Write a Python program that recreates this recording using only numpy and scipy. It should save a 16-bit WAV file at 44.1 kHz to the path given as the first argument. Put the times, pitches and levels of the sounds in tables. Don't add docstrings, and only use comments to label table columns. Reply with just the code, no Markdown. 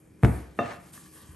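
import sys
import numpy as np
from scipy import signal
from scipy.fft import rfft, irfft, next_fast_len
from scipy.io import wavfile

SR = 44100
rng = np.random.default_rng(int(sys.argv[2]) if len(sys.argv) > 2 else 0)


def gain_from_db(level_db):
    decades = np.asarray(level_db, float) / 20
    return 10 ** decades


def file_out(sig):
    cols = np.atleast_2d(sig).T
    lim = np.clip(cols, -1, 1)
    pcm = np.round(lim * 32767).astype(np.int16)
    wavfile.write(sys.argv[1], SR, pcm)


N = 59535


def rms_one(x):
    return x / np.sqrt(np.mean(x ** 2) + 1e-20)


def in_time(rows, outside=None):
    s, *columns = np.transpose(rows)
    return [np.interp(np.arange(N) / SR, s, column, left=outside) for column in columns]


def at_hz(points, hz):
    table_hz, value = np.transpose(points)
    return np.interp(np.log(hz), np.log(table_hz), value)


def drift(rate_hz):
    every = 40
    pole = np.exp(-2 * np.pi * rate_hz * every / SR)
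    settle = 2000
    white = rng.standard_normal(N // every + 2 + settle)
    slow = rms_one(signal.lfilter([1], [1, -2 * pole, pole * pole], white)[settle:])
    return np.interp(np.arange(N) / every, np.arange(len(slow)), slow)


def ring(x, hz, t60):
    radius = gain_from_db(-60 / (t60 * SR))
    w = 2 * np.pi * hz / SR
    return signal.lfilter([0, np.sin(w)], [1, -2 * radius * np.cos(w), radius * radius], x + 1e-18)


def body(x, modes, turn=-1):
    return sum(gain_from_db(db) * ring(x, hz, t60) * turn ** k for k, (hz, db, t60) in enumerate(modes))


def pushes(rows):
    force = np.zeros(N + SR)
    t = np.arange(SR // 10) / SR
    for s, db, soft_hz in rows:
        push = t ** 2 * np.exp(-3 * np.pi * soft_hz * t)
        force[int(s * SR):][:len(t)] -= gain_from_db(db) * push / push.sum()
    return force[:N]


# f/Hz, correlation [1]
LIKENESS = [(60, .99), (270, .85), (590, .4), (1260, .6), (2690, .75), (5000, .85), (7000, .99),
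            (9000, .999)]


def stereo_band(white, low, high):
    band = signal.butter(2, [low, high], "band", fs=SR, output="sos")
    mid, side = signal.sosfilt(band, white)
    alike = at_hz(LIKENESS, np.sqrt(low * high))
    return np.sqrt(1 + alike) * mid + np.sqrt(1 - alike) * side * [[1], [-1]]


def banded(white, spectrum, patchy_db):
    out = 0
    edges = 25 * 2 ** np.arange(0, 9.6, .5)
    for k, (low, high) in enumerate(zip(edges, edges[1:])):
        level_db = at_hz(spectrum, np.sqrt(low * high)) + patchy_db * drift(9)
        out = out + gain_from_db(level_db) * stereo_band(white[k % 2], low, high)
    return rms_one(out)


# f/Hz, density/dB per Hz
AIR = [(30, 5.5), (69, -5.5), (160, -3), (397, -10), (787, -30.5), (2200, -30), (3200, -59), (4500, -44)]
# f/Hz, rms level/dB
HUM = [(78.5, -64.5), (157, -66.5), (236, -72.5), (314, -65)]
# f/Hz, width/Hz, rms level/dB
WHINE = (2400, 60, -78)


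def background():
    t = np.arange(N) / SR
    hum = 0
    for hz, db in HUM:
        phase = rng.random()
        hum = hum + np.sqrt(2) * gain_from_db(db + drift(4.3)) * np.sin(2 * np.pi * (hz * t + phase))
    whine_hz, width_hz, whine_db = WHINE
    whine = gain_from_db(whine_db) * rms_one(ring(rng.standard_normal(N), whine_hz, 2.2 / width_hz))
    air_db = -53
    air = gain_from_db(air_db) * banded(rng.standard_normal((2, 2, N)), AIR, patchy_db=-2.5)
    return air + hum + whine


def grains(per_s):
    struck = rng.random((2, 2, N)) < per_s / SR
    return struck * rng.standard_normal((2, 2, N))


# t/s, hiss level/dB, coarseness/dB
SLIDE = [(0.0, -70, -16), (0.184, -73, 6.5), (0.22, -69.5, 10), (0.232, -52, -34), (0.248, -48.5, 20.5),
         (0.292, -52.5, -46), (0.352, -52.5, 5.5), (0.454, -64, 12), (0.57, -64.5, 2.5), (0.596, -62.5, 21),
         (0.718, -59, 23.5), (0.782, -66, 14.5), (0.894, -56.5, 1), (0.92, -65.5, 5), (0.936, -49.5, -2),
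         (1.108, -59, -11), (1.146, -52.5, -12), (1.35, -60.5, -21)]
# f/Hz, density/dB per Hz
FLOUR = [(1500, -14.5), (3000, -10), (5000, -10.5), (7000, -0.5), (9000, -21.5), (10500, 1.5), (11500, 0),
         (13000, -5.5)]
# f/Hz, density/dB per Hz
CRUMBS = [(400, 5), (900, 10), (1800, 6.5), (3200, -2), (5000, -14), (7000, 2), (10000, -65)]


def flour():
    flour_db, crumbs_db = 3, -5.5
    hiss_db, coarse_db = in_time(SLIDE)
    fine = gain_from_db(flour_db) * banded(grains(per_s=13000), FLOUR, patchy_db=2.0)
    coarse = gain_from_db(crumbs_db + coarse_db) * banded(grains(per_s=1500), CRUMBS, patchy_db=0.8)
    return gain_from_db(hiss_db) * (fine + coarse)


# t/s, counter level/dB, pin level/dB, crack level/dB, contact softness f/Hz
KNOCKS = [
    (.2288, -79, -92, -28.5, 1990),
    (0.2343, -17, -22.5, -9, 1570),
    (0.2478, -20.5, -31, -8, 1760),
    (0.2573, -27, -55, -28, 5000),
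    (0.5895, -25.5, -12.5, -19.5, 1970),
]
# f/Hz, level/dB, t60/s
COUNTER = [(240.8, 3.5, 0.064), (279.3, -10.5, 0.29), (318.5, 1, 0.054), (361, -11.5, 0.21),
           (453, -1.5, 0.033)]
# f/Hz, level/dB, t60/s
PIN = [(457, -7.5, 0.02), (575, -9.5, 0.091), (699.5, 0, 0.064), (707.8, -4.5, 0.11), (800, -18, 0.126),
       (1044, -13, 0.045), (1232, -8, 0.085), (1445, -14.5, 0.039), (1764, -8, 0.051), (2709, -12, 0.1),
       (3616, -21, 0.2), (4770, -54, .05), (5940, -26, 0.21), (6960, -28, 0.14)]
# f/Hz, level/dB, t60/s
CRACK = [(800, 0, .004), (1500, -3, .004), (2100, -6, .005), (3200, -15, .005)]
# t/s, cabinet level/dB, floor level/dB
THUMPS = [
    (0.229, -24.5, -63),
    (0.2346, -9, -13),
    (0.2515, -20, -23.5),
    (0.602, -36, -59),
    (0.648, -38, -53),
    (1.289, -61, -38.5),
    (1.340, -59, -46),
]
# f/Hz, level/dB, t60/s
CABINET = [(108.15, -6, 0.342), (125.4, 2.5, 0.123), (149.1, -3.5, 0.199), (183, -11.5, 0.13),
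           (201, -17, 0.054)]
# f/Hz, level/dB, t60/s
FLOORBOARDS = [(64.8, -6, 0.54), (81.1, -3, 0.38)]


def knocks():
    top, pin, crack = (pushes([(row[0], row[k], row[4]) for row in KNOCKS]) for k in (1, 2, 3))
    small = body(top, COUNTER) + body(pin, PIN) + body(crack, CRACK, turn=1)
    thump_soft_hz = 230
    upper, deep = (-pushes([(row[0], row[k], thump_soft_hz) for row in THUMPS]) for k in (1, 2))
    boom = body(upper, CABINET, turn=1) + body(deep, FLOORBOARDS, turn=1)
    radiates = signal.butter(3, 191, "high", fs=SR, output="sos")
    return boom + signal.sosfilt(radiates, small)


# f/Hz, t60/s
ROOM_T60 = [(80, 0.2), (300, 0.44), (1000, 0.51), (3000, 0.46), (8000, 0.42)]
# f/Hz, level/dB
ROOM_COLOUR = [(60, -1.5), (150, 1), (500, 0.5), (2000, 0), (6000, -9)]


def kitchen(x):
    build_s = 0.0051
    t = np.arange(SR) / SR
    edges = 40 * 2 ** np.arange(0, 9, .5)
    white = rng.standard_normal((2, 2, SR))
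    echo = 0
    for k, (low, high) in enumerate(zip(edges, edges[1:])):
        hz = np.sqrt(low * high)
        fade = gain_from_db(at_hz(ROOM_COLOUR, hz) - 60 * t / at_hz(ROOM_T60, hz))
        echo = echo + fade * stereo_band(white[k % 2], low, high)
    echo = echo * (1 - np.exp(-(t / build_s) ** 2)) / np.sqrt(SR / 20)
    return signal.fftconvolve(x[None], echo, axes=1)[:, :N]


# t/s, level/dB
RUB = [
    (.91, -94),
    (.95, -55),
    (1.0, -84),
    (1.06, -57),
    (1.1, -91),
    (1.15, -55.5),
    (1.23, -63.5),
    (1.27, -64),
    (1.31, -63),
]
# f/Hz, width/Hz, level/dB
RUB_BODY = [(1150, 170, 0), (1760, 260, 0), (2880, 160, -8), (3150, 130, -6)]
# t/s, level/dB, t60/s
FINGER_TICK = (.9768, -41, .022)


def rub():
    noise = rng.standard_normal(N) * gain_from_db(2 * drift(30))
    wood = 0
    for hz, width_hz, db in RUB_BODY:
        t60 = 1.4 / width_hz
        wood = wood + gain_from_db(db) * rms_one(ring(ring(noise, hz, t60), hz, t60))
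    s, tick_db, tick_t60 = FINGER_TICK
    tick_modes = [(hz, 0, tick_t60) for hz, _, _ in RUB_BODY[:2]]
    tick = body(pushes([(s, tick_db, 2500)]), tick_modes)
    return gain_from_db(in_time(RUB, outside=-80)[0]) * rms_one(wood) + tick


def scene():
    room_db, pan_db = -4.5, .35
    near = knocks() + rub()
    mix = near + gain_from_db(room_db) * kitchen(near) + flour() + background()
    return mix * gain_from_db(np.array([[pan_db], [-pan_db]]))


def band_limit(x):
    return signal.sosfilt(signal.butter(12, 12900, fs=SR, output="sos"), x)


# f/Hz, lead of the left/radians
PORTS = [(0, 0), (3000, .4), (7700, .6), (8550, 0), (10250, -np.pi), (11900, -2 * np.pi), (12600, -7.1),
         (22050, -7.1)]


def record(dry):
    low_cut = signal.butter(4, 66, "high", fs=SR, output="sos")
    x = signal.sosfilt(low_cut, dry)
    size = next_fast_len(N + 2048)
    lead = np.interp(np.arange(size // 2 + 1) * SR / size, *np.transpose(PORTS))
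    x = irfft(rfft(x, size) * np.exp(.5j * lead * [[1], [-1]]), size)[:, :N]
    top_cut = signal.cheby2(10, 50, 13000, fs=SR, output="sos")
    return band_limit(signal.sosfilt(top_cut, x))


dry = scene()
out = record(dry)
file_out(out)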